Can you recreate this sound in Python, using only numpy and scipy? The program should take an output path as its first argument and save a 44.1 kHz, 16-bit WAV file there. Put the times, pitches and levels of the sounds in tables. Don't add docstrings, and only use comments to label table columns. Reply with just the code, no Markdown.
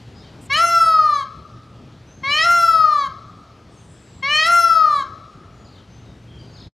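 import sys
import numpy as np
from scipy import signal
from scipy.fft import rfft, irfft, next_fast_len
from scipy.io import wavfile
from scipy.ndimage import uniform_filter1d

SR = 44100
rng = np.random.default_rng(int(sys.argv[2]) if len(sys.argv) > 2 else 0)


def wrap_up_sound(samples):
    columns = np.atleast_2d(samples).T
    tamed = np.clip(columns, -1, 1)
    steps = np.round(tamed * 32767).astype(np.int16)
    wavfile.write(sys.argv[1], SR, steps)


N = 299439
FADE_S = 6.675


def gain_of(db):
    return 10 ** (np.asarray(db) / 20)


def evened(x):
    return x / np.sqrt(np.mean(x ** 2) + 1e-20)


def read(points, hz):
    f, value = np.transpose(points)
    return np.interp(np.log(hz + 1), np.log(f + 1), value)


def add(mix, s, sound):
    part = mix[round(s * SR):][:len(sound)]
    part += sound[:len(part)]


def coloured(x, gain):
    size = next_fast_len(x.shape[-1])
    spectrum = rfft(x, size) * gain(np.fft.rfftfreq(size, 1 / SR))
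    return irfft(spectrum, size)[..., :x.shape[-1]]


def wobble(count, width):
    once = uniform_filter1d(rng.standard_normal(count), int(width))
    return evened(uniform_filter1d(once, int(width)))


def scream(row, pitch):
    # (frequency [Hz], relative gain [dB])
    climb = [(500, -42.5), (650, -31), (1100, -34.5), (1300, -31), (1650, -32.5), (1900, -19.5), (2250, -9),
             (2600, -27.5), (2950, -9), (3150, -19.5), (3450, -42), (3950, -30), (4350, -27), (4750, -39),
             (5200, -33), (5800, -36), (6200, -34), (15000, -71)]
    # (frequency [Hz], relative gain [dB])
    hold = [(520, -49.5), (690, -33.5), (1050, -22), (1400, -17.5), (1700, -35), (1950, -43), (2150, -43),
            (2450, -44), (2720, -39), (3300, -32), (4300, -40.5), (5400, -37.5), (7000, -52.5),
            (8300, -56.5), (10500, -51), (15000, -60.5)]
    folds_db = [0, -1.5, 4.5, 3, -7, 0.5, 7.5, 8, -0.5, -1.5, 0]
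    # (centre [Hz], width at half depth [Hz], depth [dB])
    gaps = [(2820, 105, 20), (3680, 120, 15.5), (4803, 334, 15), (5770, 280, 16)]
    # (stage [1], two lowest partials [dB], overtones [dB], treble [dB], throat width [0-1])
    course = [(0, -30.5, -28.5, -65, 1), (.25, -26, -19.5, -55, .93), (.55, -26, -15, -39.5, 0.88),
              (1, -22.5, -16.5, -41, 0.78), (1.02, -17, -21.5, -37.5, 0.74), (1.06, -13, -23, -39, 0.37),
              (1.14, -13, -23.5, -32.5, 0.48), (1.3, -13.5, -24.5, -36.5, 0.19),
              (1.62, -10.5, -31, -53.5, 0.05), (1.8, -14.5, -32, -50, .16), (1.92, -19, -29, -48.5, .5),
              (1.976, -30, -35.5, -53.5, 0.42), (2.001, -41.5, -49.5, -65, .5)]
    treble_hz = 6000
    dulling = .45
    surge_db = 2.2
    attack_s, release_s = 0.0099, .015
    breath_climb_db, breath_hold_db = -9, -27
    burst_delay_s, burst_s = .015, .015

    snap, level_db, climb_db, extra_db, burst_db = row
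    start, end = pitch[0][0], pitch[-1][0]
    t = np.arange(start, end, 1 / SR)
    stage = np.interp(t, [start, snap, end], np.arange(3))
    at, *columns = np.transpose(course)
    low_db, overtones_db, treble_db, wide = (np.interp(stage, at, c) for c in columns)
    treble_db = treble_db + extra_db
    wide = np.clip(wide, 0, 1)

    hz = uniform_filter1d(np.interp(t, *np.transpose(pitch)), size=700, mode="nearest")
    hz = hz * (1 + .0004 * wobble(len(t), width=300))
    k = np.arange(1, 29)[:, None]
    f = k * hz

    source_db = np.interp(k, 1 + np.arange(len(folds_db)), folds_db)
    throat = gain_of(wide * read(climb, f) + (1.5 - wide) * (read(hold, f) + source_db))
    throat = throat * gain_of(dulling * (treble_db + 39) * np.log2(np.maximum(f / 5800, 1)))

    groups = [(k <= 2, low_db), ((k > 2) & (f < treble_hz), overtones_db), (f >= treble_hz, treble_db)]
    size = 0
    for member, db in groups:
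        power = uniform_filter1d((member * throat ** 2).sum(0), size=1500)
        size = size + member * throat * gain_of(db) / np.sqrt(power)
    gap_db = sum(depth / (1 + (2 * (f - centre) / width) ** 2) for centre, width, depth in gaps)
    size = size * gain_of(-gap_db) * (f < SR / 2.2)

    def chance(width):
        return np.array([wobble(len(t), width) for _ in k])

    flutter = gain_of(np.clip(.5 * (k - 4), .4, 5.) * chance(900))
    rasp = 1 + wide * np.clip(.08 * (k - 6), 0, .8) * chance(44)
    surge = gain_of(surge_db * wide * (k > 2) * chance(1300))
    size = size * rasp * surge * flutter
    phase = 2 * np.pi * (k * np.cumsum(hz) / SR + rng.random(k.shape))
    tone = np.sqrt(2) * (size * np.cos(phase)).sum(0)

    breath_db = treble_db + wide * breath_climb_db + (1 - wide) * breath_hold_db
    burst = gain_of(burst_db) * np.exp(-((t - snap - burst_delay_s) / burst_s) ** 2)
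    noise = rng.standard_normal(len(t))
    breath = evened(coloured(noise, lambda f: f ** 1.8 / (1 + (f / 9500) ** 7)))
    edges = np.clip(np.minimum((t - start) / attack_s, (end - t) / release_s), 0, 1) ** 2
    voice = tone + (gain_of(breath_db) + burst) * breath
    return start, gain_of(level_db + wide * climb_db) * edges * voice


def park(x, far):
    # (delay [s], level before colouring [dB])
    echoes = [(0.0413, -6.5), (0.0546, -21), (0.1003, -17), (0.138, -23)]
    # (frequency [Hz], gain [dB])
    echo_colour = [(500, -5.5), (1400, -2), (1800, -7), (3000, -11.5), (6000, -20.5), (15000, -40)]
    # (frequency [Hz], T60 [s])
    trees = [(500, 4.3), (1100, 0.86), (1300, 2.11), (1600, 1.2), (2500, 0.82), (6000, 1.23), (15000, 0.26)]
    # (frequency [Hz], gain [dB])
    trees_colour = [(500, 2), (1300, 0), (2000, 6.5), (4500, 7), (8000, 4), (15000, -1.5)]
    near_db, far_db = -17.5, -8.5

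    hard = np.zeros(N)
    for delay, db in echoes:
        add(hard, delay, gain_of(db) * x)

    taps = np.zeros(2 * SR)
    at = np.arange(900, 2 * SR - 20, 20)
    taps[at + rng.integers(0, 20, at.shape)] = rng.choice([-1., 1.], at.shape)
    hz, t, z = signal.stft(taps, SR, nperseg=256)
    t60 = read(trees, hz)[:, None]
    fall_db = np.maximum(-60 * t / (0.24 * t60), -16 - 60 * t / t60)
    tail = signal.istft(z * gain_of(fall_db), SR, nperseg=256)[1]
    tail /= np.linalg.norm(tail[:SR])

    wet = signal.fftconvolve(gain_of(near_db) * x + gain_of(far_db) * far, tail)[:N]
    wet = coloured(wet, lambda f: gain_of(read(trees_colour, f)))
    return coloured(hard, lambda f: gain_of(read(echo_colour, f))) + wet


def songbirds():
    # (time [s], length [s], start frequency [Hz], end frequency [Hz], level [dB])
    notes = [(0.145, 0.046, 4950, 5000, -52), (0.18, 0.033, 4900, 5400, -56), (.2, 0.027, 3750, 3500, -56),
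             (0.212, 0.049, 3480, 4860, -52.5), (0.227, 0.052, 3200, 3000, -53),
             (0.296, 0.042, 3700, 4800, -64), (2.058, 0.13, 6030, 6430, -52.5),
             (3.758, 0.039, 6520, 6300, -55), (5.5, 0.21, 6860, 6850, -64), (5.64, 0.053, 5100, 3700, -51),
             (5.707, 0.074, 4860, 3300, -50.5), (5.768, 0.046, 3100, 3100, -52),
             (5.888, 0.1, 6150, 6180, -58.5), (6.022, 0.14, 3750, 3750, -60),
             (6.249, 0.22, 3240, 3130, -52), (6.384, 0.04, 4640, 4820, -51), (6.475, 0.06, 4650, 4570, -59),
             (6.486, 0.13, 6550, 6550, -62.5), (6.525, 0.079, 5300, 3400, -47),
             (6.594, 0.038, 5400, 3650, -47.5), (6.608, 0.023, 4400, 3230, -48)]
    out = np.zeros(N)
    for s, length, hz0, hz1, db in notes:
        n = round(length * SR)
        glide = hz0 + (hz1 - hz0) * np.sin(np.linspace(0, np.pi / 2, n)) ** 2
        glide = glide + 60 * wobble(N // 20, width=90)[:n]
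        flicker = gain_of(db + 2.4 * wobble(N // 20, width=150)[:n])
        whistle = np.sin(2 * np.pi * np.cumsum(glide) / SR)
        add(out, s, flicker * whistle * signal.windows.tukey(n, .6))
    return out


def hisses():
    # (time [s], length [s], centre [Hz], width between 1/e gains [Hz], level [dB])
    puffs = [(.405, .07, 8200, 2400, -55), (.41, .065, 10500, 6000, -63), (.455, .02, 7500, 2000, -54),
             (3.81, .16, 9000, 800, -64), (3.86, .39, 7600, 900, -59), (3.68, .42, 8200, 2200, -64)]
    out = np.zeros(N)
    for s, length, hz, width, db in puffs:
        n = round(length * SR)
        noise = rng.standard_normal(N // 10)
        band = evened(coloured(noise, lambda f: np.exp(-(2 * (f - hz) / width) ** 4)))
        add(out, s, gain_of(db) * band[:n] * signal.windows.tukey(n, .3))
    return out


def traffic():
    # (frequency [Hz], relative density [dB per Hz])
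    spectrum = [(12, -48.5), (25, -30), (40, -5.5), (60, 1), (115, -2.5), (250, -9), (420, -13),
                (640, -18.5), (1020, -22), (2000, -27.5), (4000, -29.5), (6200, -36), (8000, -43),
                (15000, -60)]
    traffic_db = -41.5
    hum_hz, hum_width_hz, hum_db = 116.9, 4.2, -7
    rumble_hz, rumble_from_s, rumble_db = 200, 5.3, -2.5

    frames, hz = N // 256 + 5, np.fft.rfftfreq(1024, 1 / SR)
    a, b, c, d, patches = rng.standard_normal((frames, 513, 5)).T
    patches = evened(uniform_filter1d(uniform_filter1d(patches, 14, 0), 16, 1))
    gusts = wobble(frames, width=5.5)
    mid, side = a + 1j * b, gain_of(-26) * (c + 1j * d)
    level_db = read(spectrum, hz)[:, None] + 1.4 * patches + 0.45 * gusts
    z = np.array([mid + side, mid - side]) * gain_of(level_db)
    wash = evened(signal.istft(z, nperseg=1024, noverlap=768)[1][:, :N])
    wash = coloured(wash, lambda f: 1 / (1 + (45 / (f + 1)) ** 4))

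    noise = rng.standard_normal(N)
    hum = evened(coloured(noise, lambda f: 1 / (1 + (2 * (f - hum_hz) / hum_width_hz) ** 2)))
    growth = np.interp(np.arange(N) / SR, [rumble_from_s, FADE_S], [0, 1])
    rumble = coloured(wash, lambda f: 1 / (1 + (f / rumble_hz) ** 4)) * growth
    return gain_of(traffic_db) * (wash + gain_of(rumble_db) * rumble + gain_of(hum_db) * hum)


def ducked(x):
    from_db, share = -25, 0.22
    smoothing_s, back_db_per_s = 0.23, 1.5
    power_db = 10 * np.log10(abs(uniform_filter1d((x ** 2).mean(0), size=2000)) + 1e-12)
    back = np.arange(N) * back_db_per_s / SR
    cut_db = np.maximum.accumulate(share * np.maximum(power_db - from_db, 0) + back) - back
    r = np.exp(-1 / (smoothing_s * SR))
    return x / gain_of(signal.lfilter([1 - r], [1, -r], cut_db))


def scene():
    # (voice break [s], level offset [dB], extra level of the climb [dB], extra treble [dB],
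    # burst of air at the break before the level offsets [dB])
    screams = [(0.565, 1, -1.5, 1, -56), (2.432, 1, 1, 0., -46.5), (4.458, 1, 1.5, 0.5, -35.5)]
    # (time [s], fundamental [Hz])
    pitches = [
        [(.493, 530), (.524, 557), (.595, 660.4), (.63, 685), (.72, 681.1), (.93, 642.2), (1.04, 617),
         (1.13, 588), (1.2, 554.4), (1.25, 517)],
        [(2.228, 530.6), (2.255, 541.5), (2.37, 615.4), (2.425, 646.5), (2.457, 688.4), (2.545, 692),
         (2.73, 655), (2.85, 625.4), (2.95, 589.7), (3.03, 555.6), (3.09, 509.4)],
        [(4.221, 531), (4.24, 539), (4.33, 604), (4.433, 636.5), (4.49, 688.2), (4.56, 689.6), (4.73, 660),
         (4.83, 630.5), (4.92, 591.8), (4.99, 558.3), (5.045, 509)],
    ]
    direct_db = -1
    peacock, small = np.zeros(N), songbirds()
    for row, pitch in zip(screams, pitches):
        add(peacock, *scream(row, pitch))
    return peacock + gain_of(direct_db) * small + park(peacock, small) + hisses() + traffic()


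def record(dry):
    # (frequency [Hz], left minus right [dB])
    lean = [(25, -1), (60, -.5), (125, .6), (250, 2.6), (600, 2.2), (2000, 1.6), (5000, .8), (8000, -1.8),
            (12000, .2)]
    # (time [s], left minus right [dB])
    sway = [(0.0, 3), (0.13, 8.0), (0.74, 0.5), (1.26, 3.5), (1.35, 8.5), (1.63, 0), (2.21, 5), (2.59, 0.5),
            (2.8, 7.0), (3.04, 1.5), (3.17, 6.5), (3.41, 1), (4.12, 8.5), (4.38, -1.0), (4.8, 8.0),
            (4.97, 0), (5.15, 8.5), (5.36, 2), (5.9, 7.5), (6.66, 6)]
    # (frequency [Hz], rms [dB])
    waver = [(300, 0.07), (2000, 1.5), (4500, 1), (8000, 4.5), (12000, 5)]
    fade_db_per_s, edge_hz = 1209, 15200

    hz, t, z = signal.stft(ducked(dry), SR, nperseg=1024, noverlap=768)
    middle = np.exp(-(np.log(hz / 1200 + 1e-9) / 0.53) ** 4)[:, None]
    lean_db = (1 - middle) * read(lean, hz)[:, None] + middle * np.interp(t, *np.transpose(sway))
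    patches = uniform_filter1d(rng.standard_normal(lean_db.shape), size=24, axis=0)
    patches = evened(uniform_filter1d(patches, size=20, axis=1))
    ratio = gain_of(lean_db + (1 - middle) * read(waver, hz)[:, None] * patches)
    z = z * np.array([2 * ratio / (1 + ratio), 2 / (1 + ratio)])
    out = signal.istft(z, SR, nperseg=1024, noverlap=768)[1][:, :N]
    out = out * gain_of(-fade_db_per_s * np.maximum(np.arange(N) / SR - FADE_S, 0))
    low_pass = signal.firwin(511, edge_hz, window=("kaiser", 9), fs=SR)
    return signal.oaconvolve(out, low_pass[None], "same")


dry = scene()
out = record(dry)
wrap_up_sound(out)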